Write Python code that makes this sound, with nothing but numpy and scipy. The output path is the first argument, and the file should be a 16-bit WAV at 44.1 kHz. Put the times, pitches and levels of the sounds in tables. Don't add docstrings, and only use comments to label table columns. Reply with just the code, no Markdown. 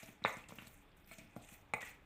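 import sys
import numpy as np
from scipy import signal
from scipy.fft import rfft, irfft, next_fast_len
from scipy.io import wavfile

SR = 44100
rng = np.random.default_rng(int(sys.argv[2]) if len(sys.argv) > 2 else 0)


def decibels_to_gain(level_db):
    exponent = np.asarray(level_db, float) / 20
    return 10 ** exponent


def put_to_file(sound):
    columns = np.atleast_2d(sound).T
    safe = np.clip(columns, -1, 1)
    whole_steps = np.round(safe * 32767)
    wavfile.write(sys.argv[1], SR, whole_steps.astype(np.int16))


N = 90404

# pitch in Hz, level in dB per Hz.
AIR_COLOUR = [(25, 5), (60, 1.5), (280, -7), (400, -10), (2300, -17), (3300, -22.5), (5000, -46.5),
              (14000, -37.5)]
# pitch in Hz, width in Hz, level in dB.
HUM = [(98, 8, -76), (200, 10, -80), (288, 8, -77), (845, 25, -83)]
STROKE_STARTS = [-.02, .219, .250, .486, .555, .665, .965, 1.073, 1.180, 1.24, 1.360, 1.415, 1.485, 1.737,
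                 1.805]
# hold in seconds, level in dB, extra brightness in dB per octave.
STROKES = [(0.11, -66, 0.5), (0.0016, -80, -11), (0.13, -64, -1.5), (0.026, -69, 1.5), (0.15, -70.5, -1),
           (0.089, -72.5, 3.5), (0.19, -86, 6), (0.1, -72, 1), (0.0069, -69.5, -0.5), (0.16, -80.5, -7),
           (0.013, -71, -1), (0.062, -71.5, -0.5), (0.074, -70.5, 1), (0.014, -73, 7.5), (0.089, -66, -2.5)]
# pitch in Hz, width in Hz, level in dB.
DRAG_COLOUR = [(2300, 900, 3), (3860, 2240, -1.5), (5710, 1400, -8.5), (6900, 1730, -2.5), (8480, 1570, -5),
               (11700, 2000, -9), (13000, 530, -7.5), (14800, 2900, -2)]
# start in seconds, peak in dB, pitch in Hz, T60 in seconds.
SMACKS = [(0.0074, -94, 14400, 0.012), (0.0597, -55, 7850, 0.024), (0.104, -69, 9880, 0.012),
          (0.282, -49.5, 12400, 0.013), (0.3072, -62, 5170, 0.018), (0.3693, -51, 7300, 0.021),
          (0.486, -55, 7470, 0.041), (0.537, -64.5, 8010, 0.022), (0.556, -52, 14600, 0.015),
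          (0.5704, -71, 13700, 0.012), (0.583, -75, 7300, 0.011), (0.622, -56, 13000, 0.017),
          (0.671, -51, 8800, 0.0084), (0.679, -55, 13000, 0.015), (0.741, -60, 11500, 0.019),
          (0.7754, -62.5, 9650, 0.016), (0.9686, -64, 14000, 0.0097), (1.0742, -51.5, 13300, 0.0065),
          (1.118, -57, 8900, 0.02), (1.1837, -55, 8100, 0.034), (1.364, -58, 6600, 0.01),
          (1.4174, -65, 14300, 0.012), (1.4256, -57, 8850, 0.013), (1.4891, -52.5, 8000, 0.012),
          (1.5397, -53.5, 8200, 0.014), (1.8066, -52.5, 6940, 0.011), (1.8193, -47, 6940, 0.0095),
          (1.855, -53, 14800, 0.014), (1.8737, -59, 6800, 0.02), (1.945, -67, 12000, 0.012)]
# start in seconds, ring in dB, contact hardness in Hz, thud in dB.
KNOCKS = [(.030, -50, 804, -40), (0.088, -51, 510, -40.5), (0.22, -60, 1520, -39),
          (0.2497, -21, 1680, -28.5), (0.369, -48, 775, -37.5), (.487, -72, 2920, -45),
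          (0.494, -50, 700, -45), (0.5223, -42, 820, -37.5), (.585, -55, 3120, -39.5),
          (.622, -51, 710, -41.5), (0.671, -60, 3000, -45.5), (1.113, -55, 2000, -44),
          (1.185, -71, 1990, -41), (1.212, -57, 600, -45.5), (1.247, -71, 604, -44),
          (1.284, -66, 600, -51.5), (1.364, -37, 636, -31), (1.523, -58, 885, -44.5),
          (1.737, -28.5, 2050, -32), (1.828, -56.5, 4160, -43)]
PAN_HZ = [460, 635, 845, 983, 1170, 1395, 1521, 1790, 2050, 2243, 2406, 2533, 3650, 3950]
# level in dB, T60 in seconds.
PAN_MODES = [(-11.5, 0.16), (0, 0.028), (1, 0.029), (-8, 0.029), (-9.5, 0.054), (-4.5, 0.083),
             (-7.5, 0.085), (1.5, 0.045), (-4, 0.067), (9, 0.021), (4, 0.042), (-21, 0.029), (4, 0.03),
             (-23, 0.013)]
# pitch in Hz, level in dB, T60 in seconds.
BASE_MODES = [(124, -16.5, 0.22), (193, -6.5, 0.043), (231.7, -8.5, 0.085), (308, -8, 0.079)]
FIRST_SPOT_DB = [-2.2, -1.7, -3.1, 2.4, -0.48, -0.21, 1.5, 3.1, 1.4, -1.2, 0.1, -1.3, -0.18, 0.1]
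SECOND_SPOT_DB = [-0.8, -3.5, 5, -4.5, 4.2, -16, -13, -4.5, 2, 6, 5.8, -16, -5, 4]
# start in seconds, peak in dB, pitch in Hz, T60 in seconds,
# width as a share of pitch.
SKIDS = [(.030, -47.5, 4350, 0.11, 0.95), (.220, -53, 2200, 0.077, 0.21), (.250, -35.5, 5040, 0.011, 0.14),
         (.2585, -21, 2254, 0.046, 0.27), (.256, -37.5, 2115, 0.51, 0.23), (.251, -37.5, 3500, 0.13, 0.28),
         (.487, -49.5, 3540, 0.12, 0.92), (.585, -42, 2260, 0.2, 1), (.585, -36.5, 2850, 0.028, .15),
         (.670, -48, 3820, 0.063, 0.82), (1.113, -49, 2300, 0.11, 0.48), (1.737, -41.5, 3780, 0.027, 0.35),
         (1.184, -49, 2400, 0.24, 0.26), (1.184, -44, 4650, 0.048, 1), (1.362, -69, 3520, 0.066, 0.5),
         (1.737, -40, 8500, 0.052, 0.17), (1.737, -44, 6900, 0.04, 0.083),
         (1.828, -40.5, 2300, 0.099, 0.37), (1.85, -44.5, 2300, 0.23, 0.3)]
# start in seconds, level in dB, pitch in Hz, T60 in seconds.
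CLINKS = [(0.24, -32, 3900, 0.019), (.2497, -47, 3644, 0.093), (0.3, -38.5, 1920, 0.022),
          (1.737, -41, 2065, 0.075), (1.737, -50.5, 480, 0.31), (1.737, -50, 740, 0.09),
          (1.736, -51, 3900, 0.014), (1.364, -52, 720, 0.11), (1.364, -54, 823, .1), (0.44, -48, 2700, .02),
          (1.8285, -41, 1925, 0.082), (.2497, -53, 2700, 0.097), (1.113, -52, 2230, 0.12),
          (1.113, -59.5, 4200, 0.078), (1.113, -51, 667, 0.063), (1.113, -61, 1350, 0.19),
          (1.184, -54, 645, 0.064), (.030, -49, 655, 0.062), (.507, -47, 1010, 0.019)]
# start in seconds, peak in dB, pitch in Hz, T60 in seconds.
TICKS = [(0.03, -60, 7900, .008), (0.29, -52, 13100, 0.0036), (0.308, -55, 8950, .005),
         (0.326, -61, 8300, .08), (0.326, -62, 6400, .08), (0.339, -51.5, 6300, 0.012),
         (0.350, -64, 7050, 0.0045), (0.356, -60, 7500, 0.0039), (0.413, -71, 7400, 0.015),
         (0.9173, -63.5, 4840, 0.01), (1.9403, -59, 4470, 0.0074), (1.063, -57, 14200, 0.0056),
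         (1.275, -65, 5300, .008), (1.3329, -67, 8700, 0.007), (1.359, -55.5, 8900, 0.0065)]
# start in seconds, peak in dB, pitch in Hz, T60 in seconds.
SPITS = [
    (1.0445, -59, 4960, 0.0079),
    (1.135, -56, 8000, 0.012),
    (1.365, -56, 14000, .012),
    (1.472, -57, 6800, 0.011),
    (1.503, -61, 14000, .008),
    (1.520, -61, 13000, .006),
    (1.570, -62, 14000, .006),
    (1.612, -65, 6540, 0.016),
]
# pitch in Hz, sharpness, share removed from 0 to 1.
VALLEYS = [(395, 4.0, .95), (1603, 12.7, 0.55), (3000, 9.6, 0.43), (4656, 6.05, 0.3)]

FIRST_BLOW, SECOND_BLOW = 3, 18
PAN_LOW_HZ = 373
WET_DB = -0.5
DROP_WIDTH = 0.14


def rms_one(x):
    return x / np.sqrt(np.mean(x ** 2) + 1e-20)


def highpass(x, hz):
    return signal.sosfilt(signal.butter(3, hz, "high", fs=SR, output="sos"), x)


def drift(rate_hz):
    r = np.exp(-80 * np.pi * rate_hz / SR)
    noise = rng.standard_normal(N // 40 + 2002)
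    slow = signal.lfilter([1], [1, -2 * r, r * r], noise)[2000:]
    return np.interp(np.arange(N) / 40, np.arange(len(slow)), rms_one(slow))


def ring(x, hz, t60):
    r, w = decibels_to_gain(-60 / (t60 * SR)), 2 * np.pi * hz / SR
    return signal.lfilter([0, np.sin(w)], [1, -2 * r * np.cos(w), r * r], x + 1e-18)


def resonance(x, hz, width_hz):
    t60 = 2.2 / width_hz
    return ring(ring(x, hz, t60), hz, t60)


def push(hz):
    t = np.arange(600) / SR
    force = t * np.exp(-2 * np.pi * hz * t)
    return force / force.sum()


def bursts(rows, gain_db):
    out, t = np.zeros(N + SR), np.arange(12000) / SR
    for s, db, hz, t60, width in rows:
        noise = rng.standard_normal(len(t))
        burst = highpass(rms_one(resonance(noise, hz, width * hz)), hz / 2)
        i = int(s * SR)
        out[i:i + len(t)] += decibels_to_gain(db + gain_db - 60 * t / t60) * burst
    return out[:N]


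def air():
    noise_db, flicker_db = -65.5, 1.5
    out, edges = 0, 20 * 2 ** np.arange(0, 9.8, .5)
    white = rng.standard_normal((2, N))
    hz, db = np.transpose(AIR_COLOUR)
    for k, (low, high) in enumerate(zip(edges, edges[1:])):
        band = signal.sosfilt(signal.butter(2, [low, high], "band", fs=SR, output="sos"), white[k % 2])
        band_db = np.interp(np.log(low * high) / 2, np.log(hz), db)
        out = out + decibels_to_gain(band_db + flicker_db * drift(3.5)) * band
    hum = sum(decibels_to_gain(d) * rms_one(resonance(white[0], f, w)) for f, w, d in HUM)
    return decibels_to_gain(noise_db) * rms_one(out) + hum


def strokes():
    attack_s, sag_db_per_s, release_db_per_s, rest_db = .003, 32.5, 165, -91.5
    t = np.arange(N) / SR
    plain = bright = decibels_to_gain(rest_db) ** 2
    for s, (hold, db, bright_db) in zip(STROKE_STARTS, STROKES):
        age = t - s
        fall_db = sag_db_per_s * age + release_db_per_s * np.maximum(age - hold, 0)
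        power = (np.clip(age / attack_s, 0, 1) * decibels_to_gain(db - np.maximum(fall_db, 0))) ** 2
        plain = plain + power
        bright = bright + power * decibels_to_gain(bright_db) ** 2
    return 10 * np.log10(plain), 10 * np.log10(bright / plain)


def edge_slips():
    slips_per_s, spread_db, clump_db = 4600, -2, 2.2
    grit_per_s, grit_db = 40, 1.5
    sizes = decibels_to_gain(spread_db * np.minimum(rng.exponential(1, N), 5)) * rng.choice([-1, 1], N)
    slips = sizes * (rng.random(N) < slips_per_s / SR) * decibels_to_gain(clump_db * drift(27.0))
    gritty = rng.random(N) < grit_per_s * 8 / SR * decibels_to_gain(6 * drift(30))
    return slips * np.where(gritty, decibels_to_gain(grit_db / 2), 1)


def drag():
    hiss_db, patch_db = 0.5, 3.5
    body_db, body_follows = -2, 0.29
    level_db, bright_db = strokes()
    slips = edge_slips()
    hiss = 0
    for k, (hz, width, db) in enumerate(DRAG_COLOUR):
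        band = rms_one(resonance(slips, hz, 1.38 * width))
        band_db = db + patch_db * drift(15.3) + bright_db * np.log2(hz / 7000)
        hiss = hiss + (-1) ** k * decibels_to_gain(band_db) * band
    body = sum(decibels_to_gain(d) * ring(slips, hz, 0.98 * t) for hz, (d, t) in zip(PAN_HZ, PAN_MODES))
    body = rms_one(highpass(body, PAN_LOW_HZ))
    mean_db = level_db.mean()
    body_level_db = mean_db + body_follows * (level_db - mean_db) + body_db
    return decibels_to_gain(level_db + hiss_db) * hiss + decibels_to_gain(body_level_db) * body


def smacks():
    return bursts([(*row, 0.36) for row in SMACKS], WET_DB)


def knocks():
    mode_scatter_db, ring_trim_db = 2, -8.5
    crack_hz, crack_t60_s, crack_db = 1276, 0.0056, 9.5
    chatter_db, chatter_t60_s = -27.5, 0.084
    thud_cut_hz, thud_lead_s, base_low_hz = 231, 0.0014, 105.5
    pans, bases, size = np.zeros(N + SR), np.zeros(N + SR), SR // 4
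    spots_db = mode_scatter_db * rng.standard_normal((len(KNOCKS), len(PAN_MODES)))
    spots_db[FIRST_BLOW], spots_db[SECOND_BLOW] = FIRST_SPOT_DB, SECOND_SPOT_DB
    cracks_db = np.full(len(KNOCKS), crack_db)
    cracks_db[SECOND_BLOW] -= 3.5
    chatter_fade = decibels_to_gain(chatter_db - 60 * np.arange(size) / SR / chatter_t60_s)
    click = np.zeros(size)
    click[0] = -1
    soft = np.convolve(click, push(thud_cut_hz))[:size]
    thud = sum(decibels_to_gain(d) * ring(soft, hz, t) for hz, d, t in BASE_MODES)
    for (s, db, hard_hz, thud_db), spot_db, snap_db in zip(KNOCKS, spots_db, cracks_db):
        hit = np.convolve(click, push(hard_hz))[:size]
        rattle = rng.standard_normal(size) * chatter_fade
        shaken = hit + np.convolve(rattle, push(hard_hz))[:size]
        pan = sum(decibels_to_gain(d + ring_trim_db + extra) * ring(shaken, hz, t)
                  for hz, (d, t), extra in zip(PAN_HZ, PAN_MODES, spot_db))
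        crack = decibels_to_gain(snap_db) * ring(hit, crack_hz, crack_t60_s)
        i = int(s * SR)
        pans[i:i + size] += decibels_to_gain(db) * (pan + crack)
        i -= int(thud_lead_s * SR)
        bases[i:i + size] += decibels_to_gain(thud_db) * thud
    bases = highpass(highpass(bases[:N], base_low_hz), base_low_hz)
    return highpass(pans[:N], PAN_LOW_HZ) + bases


def skids():
    return bursts(SKIDS, -9)


def ticks():
    return bursts([(*row, DROP_WIDTH) for row in TICKS], WET_DB)


def clinks():
    out = np.zeros(N)
    for s, db, hz, t60 in CLINKS:
        click = np.zeros(N)
        click[int(s * SR)] = decibels_to_gain(db)
        out += ring(click, hz, t60)
    return highpass(out, PAN_LOW_HZ)


def spits():
    return bursts([(*row, DROP_WIDTH) for row in SPITS], WET_DB)


def valleys(x):
    for hz, sharp, share in VALLEYS:
        x = x - share * signal.lfilter(*signal.iirpeak(hz, sharp, fs=SR), x)
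    return x


def kitchen(x):
    t60_s, wall_cut_hz, low_hz = 0.43, 7400, 191
    size = next_fast_len(N + SR)
    z = np.exp(-2j * np.pi * np.arange(size // 2 + 1) / size)
    dull = np.exp(-2 * np.pi * wall_cut_hz / SR)
    lowpass = (1 - dull) / (1 - dull * z)
    gain = 0
    for k, lag in enumerate((rng.uniform(.011, .045, 28) * SR).astype(int)):
        loop = decibels_to_gain(-60 * lag / SR / t60_s) * lowpass * z ** lag
        gain = gain + (-1) ** k * loop / (1 - loop)
    for lag in (61, 173):
        gain = gain * (z ** lag - .6) / (1 - .6 * z ** lag)
    wet = irfft(rfft(x, size) * gain, size)[:N]
    return signal.sosfilt(signal.butter(2, low_hz, "high", fs=SR, output="sos"), wet)


def scene():
    pan = valleys(drag() + smacks() + knocks() + skids() + ticks() + clinks())
    echo = decibels_to_gain(-22.5) * kitchen(pan)
    return (pan + echo + air() + spits())[None]


def top_cut(x):
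    return signal.sosfilt(signal.butter(12, 16460, fs=SR, output="sos"), x)


def record(dry):
    mix = signal.sosfilt(signal.cheby2(12, 50, 16000, fs=SR, output="sos"), dry)
    return top_cut(mix)


dry = scene()
out = record(dry)
put_to_file(out)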